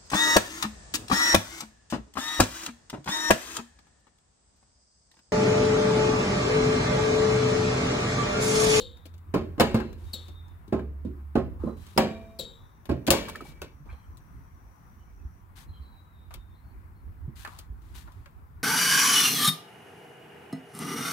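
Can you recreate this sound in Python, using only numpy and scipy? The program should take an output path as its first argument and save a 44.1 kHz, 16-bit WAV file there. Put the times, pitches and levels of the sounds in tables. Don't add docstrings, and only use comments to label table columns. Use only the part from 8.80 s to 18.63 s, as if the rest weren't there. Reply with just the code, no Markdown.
import sys
import numpy as np
from scipy import signal
from scipy.fft import rfft, irfft
from scipy.io import wavfile
from scipy.ndimage import uniform_filter1d

SR = 44100
rng = np.random.default_rng(int(sys.argv[2]) if len(sys.argv) > 2 else 0)


def volts_from_decibels(level):
    exponent = np.asarray(level, float) / 20
    return 10 ** exponent


def log_audio(samples):
    frames = np.atleast_2d(samples).T
    limited = np.clip(frames, -1, 1)
    pcm = np.round(limited * 32767).astype(np.int16)
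    wavfile.write(sys.argv[1], SR, pcm)


N = 433503


def evened(x):
    return x / np.sqrt(np.mean(x ** 2) + 1e-20)


def read(points, hz):
    f, value = np.transpose(points)
    return np.interp(np.log(hz + 1), np.log(f + 1), value)


def columns(rows, t):
    s, *rest = np.transpose(rows)
    return [np.interp(t, s, c) for c in rest]


def add(mix, s, sound, pan_db=0):
    part = mix[:, round(s * SR):][:, :sound.shape[-1]]
    lean = volts_from_decibels(np.array([[pan_db / 2], [-pan_db / 2]]))
    part += (sound * lean)[:, :part.shape[1]]


def wander(count, smooth):
    once = uniform_filter1d(rng.standard_normal(count), int(smooth))
    return evened(uniform_filter1d(once, int(smooth)))


def stroke(length, db, fade_db, rise, fall):
    t = np.arange(0, length, 1 / SR)
    ends = np.clip(np.minimum(t / rise, (length - t) / fall), 0, 1)
    return t, volts_from_decibels(db + fade_db * t / length) * np.sin(np.pi / 2 * ends) ** 2


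def two_ports(left, other, same, hz):
    like = np.clip(read(same, hz), -1, 1).reshape((-1,) + (1,) * (left.ndim - 1))
    return left, like * left + np.sqrt(1 - like ** 2) * other


# (f/Hz, left-right level/dB)
PORT_TILT = [(60, 3.5), (180, 1), (550, 3.5), (1650, 6), (4970, 3), (15000, 10)]


def field(spectrum, same, patchy_db, size):
    frames, hz = 4 * N // size + 5, np.fft.rfftfreq(size, 1 / SR)
    a, b, c, d, patches = rng.standard_normal((frames, len(hz), 5), dtype=np.float32).T
    patches = evened(uniform_filter1d(uniform_filter1d(patches, 8, axis=0), 10, axis=1))
    z = np.array(two_ports(a + 1j * b, c + 1j * d, same, hz))
    z = z * volts_from_decibels(read(spectrum, hz)[:, None] + patchy_db * patches)
    z = z * volts_from_decibels(np.multiply.outer([0.5, -0.5], read(PORT_TILT, hz)))[:, :, None]
    return evened(signal.istft(z, nperseg=size, noverlap=3 * size // 4)[1][:, :N])


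def modes(table, t, spread_db, blur, count=4):
    hz, db, t60 = np.transpose(table)[:, :, None]
    luck = rng.standard_normal((2, 2, len(table)))
    phase = 2 * np.pi * rng.random((count, len(table), 1))
    near = hz * (1 + blur * rng.standard_normal((count, len(table), 1)))
    lines = np.sin((2 * np.pi * near * t + phase).astype(np.float32)).sum(axis=0) / np.sqrt(count)
    rings = volts_from_decibels(db - 60 * t / t60) * lines
    caught = volts_from_decibels(spread_db * (luck[0, :1] + 0.5 * luck[1]))
    return caught @ rings / np.sqrt(np.sum(volts_from_decibels(2 * db)))


BANDS_HZ = np.geomspace(60, 15000, 12)
# (f/Hz, t60/s)
RING_T60 = [(100, 0.52), (300, 0.49), (800, 0.22), (2000, 0.38), (5000, 0.24), (12000, 0.12)]
# (f/Hz, t60/s)
CRACK_T60 = [(300, 0.096), (1500, 0.076), (6000, 0.03), (14000, 0.06)]
# (f/Hz, level per band/dB)
COLOUR = [(120, -7.5), (250, 0.53), (500, 0), (900, -3.5), (2000, -2), (4000, 4), (8000, -7.5), (12500, 0),
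          (15000, -0.5)]
# (f/Hz, left-right level/dB)
HIT_TILT = [(60, -1), (180, -5), (550, -6), (1650, 0.5), (4500, -0.5), (8000, 2.5), (12000, 6.5)]
# (f/Hz, likeness 0-1)
HIT_SAME = [(60, .9), (180, .93), (550, .5), (1100, .25), (3000, .55), (15000, .6)]
PORT_LAG_S = 0.00011
SNAP_DB, SNAP_T60 = 3.5, 0.008
ECHO_DB, ECHO_T60 = -25.5, 0.95
SWELL_CYCLES = 0.6


def blow(boom_db, knock_db, crack_db, stretch, tail_db, knock_hz, count):
    t, hz = np.arange(count) / SR, np.fft.rfftfreq(count, 1 / SR)
    left, other = rfft(rng.standard_normal((2, count)))
    near, far = two_ports(left, other, HIT_SAME, hz)
    ports = np.array([near * np.exp(-2j * np.pi * hz * PORT_LAG_S), far])
    ports = ports * volts_from_decibels(3.1 * wander(len(hz), 45.0 * count / SR))
    rattle = volts_from_decibels(1.1 * wander(count, 90))
    tilt_db = read(HIT_TILT, BANDS_HZ) - read(HIT_TILT, 340)
    lean = volts_from_decibels(np.multiply.outer(tilt_db, [[0.5], [-0.5]]))
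    place = np.interp(np.log(hz + 1), np.log(BANDS_HZ), np.arange(len(BANDS_HZ)))
    air_db = crack_db + 0.17 * (crack_db - boom_db)
    strength = [(300, boom_db), (knock_hz, knock_db), (3500, crack_db), (11000, air_db)]
    level_db = read(strength, BANDS_HZ) + read(COLOUR, BANDS_HZ)
    contact = 0.00021 + 0.0043 * np.clip((boom_db - crack_db) / 30, 0, 1)
    snap = volts_from_decibels(SNAP_DB - 60 * t / SNAP_T60)
    echo = volts_from_decibels(tail_db + ECHO_DB - 60 * t / (stretch * ECHO_T60))
    out = np.zeros((2, count))
    for k, f in enumerate(BANDS_HZ):
        window = np.cos(np.pi / 2 * np.clip(place - k, -1, 1))
        band = evened(irfft(ports * window, count))
        crack = volts_from_decibels(-60 * t / read(CRACK_T60, f))
        ring = volts_from_decibels(tail_db - 60 * t / (stretch * read(RING_T60, f)))
        swell = 1 - np.exp(-t / (contact + SWELL_CYCLES / f))
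        out += volts_from_decibels(level_db[k]) * lean[k] * band * rattle * (snap + crack + ring + echo) * swell
    return out


# (t/s, level/dB)
GUSTS = [(0.0, -48), (0.3, -53), (0.5, -46.5), (1.83, -47.5), (2.79, -47), (3.6, -52.5), (4.1, -59),
         (4.3, -50), (4.7, -48.5), (5.86, -53), (6.49, -45.5), (6.71, -48), (7.47, -51), (8.02, -46),
         (8.73, -47.5), (9.01, -46), (9.5, -48)]
# (f/Hz, level per Hz/dB)
WIND = [(12, -41), (20, -13.5), (43, 1.5), (88, 0.5), (156, -29.5), (261, -21.5), (400, -29), (600, -79)]
# (f/Hz, level per Hz/dB)
AIR = [(130, -4), (250, -18.5), (570, -26.5), (1000, -18), (2250, -31.5), (3000, -41), (6500, -48),
       (14000, -42)]
# (f/Hz, likeness)
AIR_SAME = [(60, 0.32), (240, 1), (950, -0.3), (3770, 0.15), (15000, 0.22)]
AIR_DB = -63.5


def outdoors():
    gust_db, = columns(GUSTS, np.arange(N) / SR)
    rumble = field(WIND, [(30, 0.4), (150, 0.6)], 1.5, size=4096) * volts_from_decibels(3.8 * wander(N, 2100))
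    wash = field(AIR, AIR_SAME, 1.4, size=1024) * volts_from_decibels(0.9 * wander(N, 9000))
    wind = volts_from_decibels(gust_db + 4.0) * evened(rumble) * volts_from_decibels(np.array([[-4.5], [1.5]]))
    return wind + volts_from_decibels(AIR_DB + 9.5) * wash


# (t/s, level/dB, left-right level/dB, clack level over the spring/dB, rise/s)
SNAPS = [
    (-0.015, -31, 6, -8.5, 0.004),
    (1.3308, -31, 4.5, -20.5, 0.004),
    (3.587, -28, 6.5, -12.5, 0.0055),
]
# (f/Hz, level/dB, t60/s)
SPRING = [(2830, -26, 0.36), (3140, -12.5, 0.4), (3450, -18, 0.66), (3630, -6.5, 0.65), (3830, -5, 0.45),
          (3900, -11, 0.43), (4360, -3.5, .3), (4490, 7, 0.021), (4930, -14.5, 0.16), (5570, -11, 0.14),
          (7130, -10, 0.17), (7500, -18, 0.38), (8350, -26, 0.19), (9400, -19, 0.27)]
# (f/Hz, level/dB, t60/s)
CLACK = [(354, -9, 0.12), (480, 18.5, 0.43), (530, 13.5, 0.46)]
SLIP_DB = [5, -5, -6, -11]
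SLIP_HZ, SLIP_DROP, SLIP_S, SLIP_T60 = 3870, 0.47, 0.00377, 0.079


def lever():
    out, t = np.zeros((2, N)), np.arange(26000) / SR
    for s, db, pan_db, clack, rise in SNAPS:
        plate = modes(CLACK, t, 1.0, 0.045)
        ring = volts_from_decibels(db) * (modes(SPRING, t, 2.8, 0.021, count=10) + volts_from_decibels(clack) * plate)
        clash = 1 + 1.94 * np.exp(-t / 0.0097)
        ring = ring * clash * (1 - np.exp(-(t / 0.013) ** 2))
        slip_hz = SLIP_HZ * (1 + SLIP_DROP * np.exp(-t / SLIP_S)) * (1 + 0.031 * wander(len(t), 25))
        turns = np.cumsum(slip_hz) / SR
        squeal = sum(volts_from_decibels(h_db) * np.sin(2 * np.pi * (k + 1) * turns) for k, h_db in enumerate(SLIP_DB))
        ring = ring + volts_from_decibels(db - 0.37 * (clack + 19.0) - 60 * t / SLIP_T60) * squeal
        slap = blow(db - 20.0, db - 38.0, db - 20.0, 1.0, -4, 2800, count=len(t))
        snap = (ring + slap) * (1 - np.exp(-(t / rise) ** 2))
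        add(out, max(s, 0), snap[:, round(max(-s, 0) * SR):], pan_db)
    return out


# (start t/s,
# length/s, from f/Hz, to f/Hz, level/dB)
WHISTLES = [(0.038, 0.36, 3805, 3684, -79), (1.245, 0.26, 3740, 3720, -76), (1.397, 0.44, 3690, 3630, -77),
            (2.851, 0.3, 4040, 3870, -81.5), (3.083, 0.071, 3620, 3700, -79), (6.17, .09, 3030, 2960, -84),
            (6.25, .1, 2300, 2250, -86), (6.375, .08, 2700, 2400, -82), (6.865, .16, 4120, 4010, -81),
            (6.912, 0.12, 3290, 3070, -74), (6.94, 0.42, 4060, 3820, -79), (7.2, .28, 3870, 3840, -87),
            (7.32, 0.5, 3740, 3630, -80), (7.68, 0.1, 3660, 3580, -82)]
# (start t/s, length/s, from f/Hz, to f/Hz, level/dB)
SQUEAKS = [(5.077, .07, 2405, 2317, -75.5), (5.089, 0.035, 1570, 1560, -76.5),
           (5.089, 0.094, 3320, 3130, -78), (5.174, .14, 3210, 3040, -89), (5.092, .16, 4200, 4070, -84.5),
           (7.0, 0.22, 4320, 4200, -88), (7.738, .1, 4050, 4070, -81.5), (7.813, 0.15, 4300, 4420, -88),
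           (8.135, 0.096, 4230, 4340, -88)]
WHISTLE_FADE_DB, WHISTLE_EDGE_S = -2, 0.03
GLIDE_BEND = 0.77
BLUR_S, FLUTTER_S = 0.00093, 0.06
YARD_DB, YARD_T60 = -9, 0.49


def calls():
    out = np.zeros((2, N))
    for (s, length, from_hz, to_hz, db), rough in [(w, 0.2) for w in WHISTLES] + [(w, 1.2) for w in SQUEAKS]:
        t, shape = stroke(length, db, WHISTLE_FADE_DB, min(WHISTLE_EDGE_S, length / 3), 0.58 * length)
        hz = from_hz + (to_hz - from_hz) * (t / length) ** GLIDE_BEND
        waver = (0.0026 + rough * BLUR_S / length) * wander(len(t), 37.8)
        tremble = 0.0033 * np.sin(2 * np.pi * t / 0.483)
        turns = np.cumsum(hz * (1 + waver + tremble)) / SR
        tone = np.sin(2 * np.pi * (turns + rng.random() + np.array([[0], [0.12]])))
        tone = tone * volts_from_decibels(16.5 + 4.0 * wander(len(t), 710))
        flutter = 1 + (0.35 + rough * FLUTTER_S / length) * wander(len(t), 81)
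        add(out, s, shape * tone * flutter)
    t = np.arange(SR // 3) / SR
    sparse = rng.random((2, len(t))) < 0.02
    yard = rng.standard_normal((2, len(t))) * sparse * volts_from_decibels(-60 * t / YARD_T60)
    echoes = signal.oaconvolve(out, yard / np.linalg.norm(yard[0]), axes=1)[:, :N]
    return volts_from_decibels(-5.0) * out + volts_from_decibels(YARD_DB) * echoes


# (t/s, crack level/dB, boom level over crack/dB, knock level over crack/dB, left-right level/dB)
TICKS = [(0.2543, -42, 8, -10, 3), (0.3387, -50, 10, -7, 2), (1.0, -39.5, 14, 23, 5),
         (1.1292, -50, -5, 8, 4.5), (1.482, -43, 9, -3, -4), (1.8783, -47.5, 19.5, -45, 0),
         (1.9905, -48.5, 24, 23.5, 0), (3.066, -44.5, -6, -4, -9), (4.055, -43, 4, 1, 1),
         (4.4581, -53, -5, 12, -6), (4.4842, -37, -14, 1, -9), (4.557, -36, -1, 3, -7),
         (4.608, -38.5, 13, 2, -5), (5.055, -58, 23, 3, -1), (5.1258, -53.5, 13, 11, -5),
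         (5.371, -47.5, -14, -69, 1), (7.5073, -50.5, -1, 20, -2), (7.5396, -34.5, -5.5, -1.5, -0.5),
         (8.4867, -78.5, 47.5, -26, -12), (8.649, -38, -15, 24, -7), (8.6744, -44.5, 2, 19, 1),
         (8.788, -35, -10.5, -20, -3), (9.2751, -58.5, 11, 27.5, 0.5), (9.4586, -50.5, 1, 17, -0.5),
         (0.171, -53, 0, 3, 0), (0.261, -45, -9, -3, -1.5), (0.38, -55, -2, -12, 0),
         (4.497, -35, -10, -1, -8), (4.719, -48, 10, -8, -6), (1.682, -57, -14, -32, -3),
         (9.32, -56, -10, -30, 2), (9.019, -60, -10, -30, 0)]
TICK_RING = 0.578


def ticks():
    out = np.zeros((2, N))
    for s, db, boom, knock, pan_db in TICKS:
        tick = blow(db + boom - 18.5, db + knock - 18.5, db - 17.0, TICK_RING, -9.5, 1320, count=6144)
        add(out, s, tick, pan_db)
    return out


# (start t/s, length/s, level/dB, fade over the length/dB, f/Hz)
SWAY = [
    (0.207, 0.57, -49.5, 9.5, 83.5),
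    (0.858, 0.19, -37, -5, 67),
    (1.024, 0.775, -44.5, -2.5, 82.45),
    (1.918, 1.08, -35.5, -10.5, 70),
]
SWAY_RISE_HZ, SWAY_EDGE_S = 4, 0.036


def sway():
    out = np.zeros((2, N))
    for s, length, db, fade_db, hz in SWAY:
        t, shape = stroke(length, db + 4.0, fade_db, SWAY_EDGE_S, SWAY_EDGE_S)
        add(out, s, shape * np.sin(2 * np.pi * (hz + SWAY_RISE_HZ * t / length / 2) * t), -1.5)
    return out


# (t/s, level/dB, f/Hz, t60/s)
PUSHES = [(0.537, -29, 103, 0.11), (0.945, -3, 113, 0.037), (1.922, -28, 107, 0.21),
          (2.554, -20, 63.4, 0.18), (2.85, -37, 75.2, 0.44), (4.087, -19.5, 74.2, 0.25),
          (4.291, -13.5, 67, 0.093), (5.12, -28.5, 70, 0.17), (6.45, -18.5, 67.2, 0.081),
          (6.998, -31, 65.6, 0.18), (8.479, -14, 129, 0.041), (5.003, -34, 141.7, 0.12),
          (4.681, -32.5, 150, 0.077), (8.899, -24.5, 60.7, 0.14)]


def air_pushes():
    out, t = np.zeros((2, N)), np.arange(24576) / SR
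    for s, db, hz, t60 in PUSHES:
        fall = volts_from_decibels(db + 0.56 - 60 * t / t60)
        add(out, s, fall * np.sin(2 * np.pi * hz * t) * (1 - np.exp(-t / 0.0078)), -2.5)
    return out


HOOD_PAN_DB = -3
BRIGHT_LEAN = 0.11
# (t/s, panel boom level/dB, knock level over boom/dB, crack level over boom/dB, ring length factor)
KNOCKS = [(0.539, -13.5, -2, -23.5, 1), (0.559, -30, -38.5, -22.5, 0.28), (0.779, -21.5, -6, -32, 1.6),
          (0.7979, -18.5, 8.5, -9, 1.32), (0.805, -8, -4, -14.5, 0.59), (0.943, -15, -5, -21, 1.13),
          (1.924, -17, -2.5, -30, 1), (1.945, -18, -12, -36, 0.78), (2.248, -21, -35, -36.5, 0.86),
          (2.553, -11, -4, -29.5, 0.66), (2.574, -19.5, -4, -30.5, 1.14), (2.834, -18.5, -25, -52, 0.87),
          (2.87, -24, -5, -48.5, 0.71), (3.162, -23, -19, -32, 0.95), (3.1759, -11, 2.5, -13, 1.04),
          (4.091, -15, -6, -29.5, 0.99), (4.111, -14.5, -27, -30.5, 0.4), (4.267, -38, -7, 0.5, 0.67),
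          (4.275, -24.5, -5.5, -7.5, 0.5), (4.28, -10.5, -1, -20.5, 0.18), (4.3043, -24, -5, 8, 1.12),
          (4.3106, -21.5, 6, -8.5, 1.72), (4.333, -20.5, 8, -20.5, 0.51), (4.817, -32.5, 0.6, -9.5, 0.75)]
# (f/Hz, level/dB, t60/s)
PANELS = [
    [(227.5, -2.5, 0.34), (370.3, -2, 0.41), (437, -8, 0.5), (619, -11, 0.3), (826, -13.5, 0.28),
     (1063, -10, 0.245), (1224, -11.5, 0.23), (1305, -16, 0.23)],
    [(138.6, -20.5, 0.6), (217, 22.5, 1.02), (275, -26.5, 0.76), (382, -15, 0.8), (399, -26, 0.22),
     (694, -15, 4), (754, 16, 0.45), (1116, -6, 1.3), (1363, -13.5, 0.13)],
    [(130, -8, 0.51), (179, -6.5, 0.27), (285, -11, 1), (466.5, -22.5, 0.44), (603, -21, 0.18),
     (764, -39, 0.3), (1060, -22, 0.29), (1246, -30.5, 0.2)],
]
STATE_S = [3.0, 4.0]


def knocks():
    out, t = np.zeros((2, N)), np.arange(24576) / SR
    for s, boom_db, knock, crack, stretch in KNOCKS:
        state = PANELS[np.searchsorted(STATE_S, s)]
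        panel = [(hz, db + read([(300, 0.019), (700, knock + 4)], hz), t60) for hz, db, t60 in state]
        skin = modes(panel, t, 1.5, 0.02)
        skin = volts_from_decibels(boom_db - 9.5 - 30 * t / stretch) * skin * (1 - np.exp(-t / 0.0042))
        give = (t / 0.0036) * np.exp(-t / 0.0028)
        thump = -volts_from_decibels(boom_db - 9.0 - 0.33 * max(crack + 20, 0)) * np.sin(2 * np.pi * 500.0 * t) * give
        tail_db = -5 - 0.21 * max(crack + 8, 0)
        hit = blow(boom_db - 13.0, boom_db + knock - 11, boom_db + crack - 7.5, stretch, tail_db, 680, len(t))
        add(out, s, hit + skin + thump, HOOD_PAN_DB + BRIGHT_LEAN * (crack + 20))
    return out


# (t/s, level/dB, kick-back level/dB)
SQUASHES = [
    (0.543, -14, -12.5),
    (1.9277, -14.5, -12.5),
    (2.255, -30.5, -38),
    (2.557, -12.5, -8),
    (2.838, -21.5, -28),
]
KICK_S, STOP_HZ, STOP_S = 0.0196, 313, 0.0018


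def rubber_stop():
    out = np.zeros((2, N))
    u = (np.arange(600) - 300) / SR
    give = np.cos(2 * np.pi * STOP_HZ * u) * np.exp(-(u / STOP_S) ** 2)
    for s, db, kick_db in SQUASHES:
        add(out, s + u[0], -volts_from_decibels(db) * give, HOOD_PAN_DB)
        add(out, s + u[0] + KICK_S, volts_from_decibels(kick_db) * give, HOOD_PAN_DB)
    return out


# (struck t/s, damped
# t/s, f/Hz, level/dB, t60/s)
RINGING_PARTS = [(0.798, 1.05, 2340, -50, .9), (.97, 1.17, 4090, -63, 2), (3.19, 3.66, 662, -39.5, 1.7),
                 (3.182, 3.628, 436, -42, 1), (3.179, 3.617, 2375, -46, 1), (3.18, 3.6, 3760, -55, 1.1),
                 (4.31, 4.95, 2290, -46, 1.5), (4.305, 4.95, 2320, -49, 1.5), (4.305, 4.54, 441, -37, .7),
                 (.803, 0.947, 544, -21, 0.3), (3.176, 3.33, 536, -18, 0.22), (3.18, 3.4, 215, -22, .55),
                 (3.18, 3.3, 377, -23, 0.34), (3.18, 3.3, 603, -21, .24), (3.18, 3.3, 705, -23, .26),
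                 (3.176, 3.29, 781, -22, 0.19), (.802, .9, 2676, -28, .13), (.802, .9, 2170, -30, .12),
                 (.802, .9, 2955, -31, .15), (.803, .93, 1087, -30, .25), (3.176, 3.2, 5090, -15, 0.03),
                 (4.305, 4.42, 540, -20, 0.3), (4.305, 4.42, 343, -22, .3), (4.305, 4.4, 615, -26, .25),
                 (4.305, 4.4, 2230, -30, .2), (.944, 1.04, 225, -18, 0.36), (4.305, 4.4, 1140, -30, 0.25),
                 (4.305, 4.4, 5300, -34, .15),
                 (.7985, .83, 5350, -21, .035), (.911, .93, 8000, -54, .06), (4.2765, 4.3, 3270, -26, .03),
         (4.281, 4.3, 4600, -30, .04), (4.3045, 4.33, 7450, -19, .02), (4.3045, 4.33, 4900, -19, .035),
         (4.4815, 4.52, 1150, -35, .07), (4.486, 4.52, 1600, -38, .05), (4.552, 4.58, 1300, -38, .05),
         (4.556, 4.58, 1760, -34, .035), (4.606, 4.635, 1270, -33, .05), (4.653, 4.68, 820, -45, .06),
         (4.466, 4.48, 3000, -44, .03), (3.594, 3.66, 545, -36, .2)]
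PART_BLUR = 3e-6


def latch_parts():
    out = np.zeros((2, N))
    for s, damped, hz, db, t60 in RINGING_PARTS:
        t = np.arange(0, damped - s, 1 / SR)
        note = modes([(hz, 0, t60)], t, 0.22, PART_BLUR * hz, count=1 if hz < 1000 else 6)
        ends = np.minimum(t / 0.00053, 1) * np.minimum((t[-1] - t) / 0.018, 1)
        add(out, s, volts_from_decibels(db) * note * ends)
    return out


# (start t/s, length/s, level/dB, fade over the length/dB, low part level over it/dB)
SCUFFS = [(1.168, 0.23, -75.5, 21, -6), (1.348, 0.25, -71, 7, -5.5), (2.786, 0.21, -76.5, 13, 11.5),
          (2.958, 0.34, -71, 16.5, -11), (4.478, 0.038, -43, -11, -3), (4.633, 0.11, -64.5, 13.5, -12),
          (5.055, 0.23, -80, -2, 14), (5.089, 0.094, -86, -7, -6), (6.751, 0.13, -60, 4.5, -10),
          (7.503, 0.13, -73, -9, 11), (8.549, 0.15, -62, 13, -14), (8.673, 0.23, -66.5, 4, 0.5),
          (9.006, 0.3, -76.5, 9, -9), (9.138, 0.14, -56.5, -4, -14), (9.247, 0.52, -74, -16, 2)]
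# (f/Hz, level per Hz/dB)
SCUFF = [(880, -42), (1500, 0), (2200, -4.5), (3900, -2.5), (5500, -8), (12800, -11.5), (15900, -19),
         (16400, -40.5)]
SCUFF_RISE_S, SCUFF_FALL = 0.019, 0.83


def scuffs():
    out = np.zeros((2, N))
    high = field(SCUFF, AIR_SAME, 0.33, size=256)
    low_band = signal.butter(2, [800, 1250], "band", fs=SR, output="sos")
    low = signal.sosfilt(low_band, rng.standard_normal((2, N)))
    grain = volts_from_decibels(1.4 * wander(N, 78))
    high, low = evened(high * grain), evened(low * grain)
    for s, length, db, fade_db, low_db in SCUFFS:
        t, shape = stroke(length, db, fade_db, SCUFF_RISE_S, SCUFF_FALL * length)
        at = slice(round(s * SR), round(s * SR) + len(t))
        add(out, s, shape * (volts_from_decibels(5.5) * high[:, at] + volts_from_decibels(low_db + 10.5) * low[:, at]), 3.1)
    return out


# (start t/s, length/s, f/Hz)
INSECT = (2.75, 3.95, 5850)
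INSECT_DB, INSECT_SWELL_DB = -83, 5.5


def insect():
    out = np.zeros((2, N))
    start, length, hz = INSECT
    t, shape = stroke(length, INSECT_DB, INSECT_SWELL_DB, 0.14, 0.18)
    buzz = evened(uniform_filter1d(rng.standard_normal((2, len(t))), 90, axis=1))
    add(out, start, volts_from_decibels(3.5) * shape * buzz * np.sin(2 * np.pi * hz * t))
    return out


def scene():
    hood = sway() + air_pushes() + knocks() + rubber_stop() + latch_parts()
    return outdoors() + lever() + calls() + ticks() + hood + scuffs() + insect()


def low_pass(x):
    return signal.sosfilt(signal.butter(12, 16810, fs=SR, output="sos"), x)


def record(dry):
    limit = 0.9
    limited = limit * np.tanh(dry / limit)
    treble_edge = signal.ellip(8, 0.5, 60, 15750, fs=SR, output="sos")
    bass_cut = signal.butter(3, 36.0, "high", fs=SR, output="sos")
    mix = signal.sosfilt(bass_cut, signal.sosfilt(treble_edge, limited))
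    return low_pass(mix)


dry = scene()
out = record(dry)
log_audio(out)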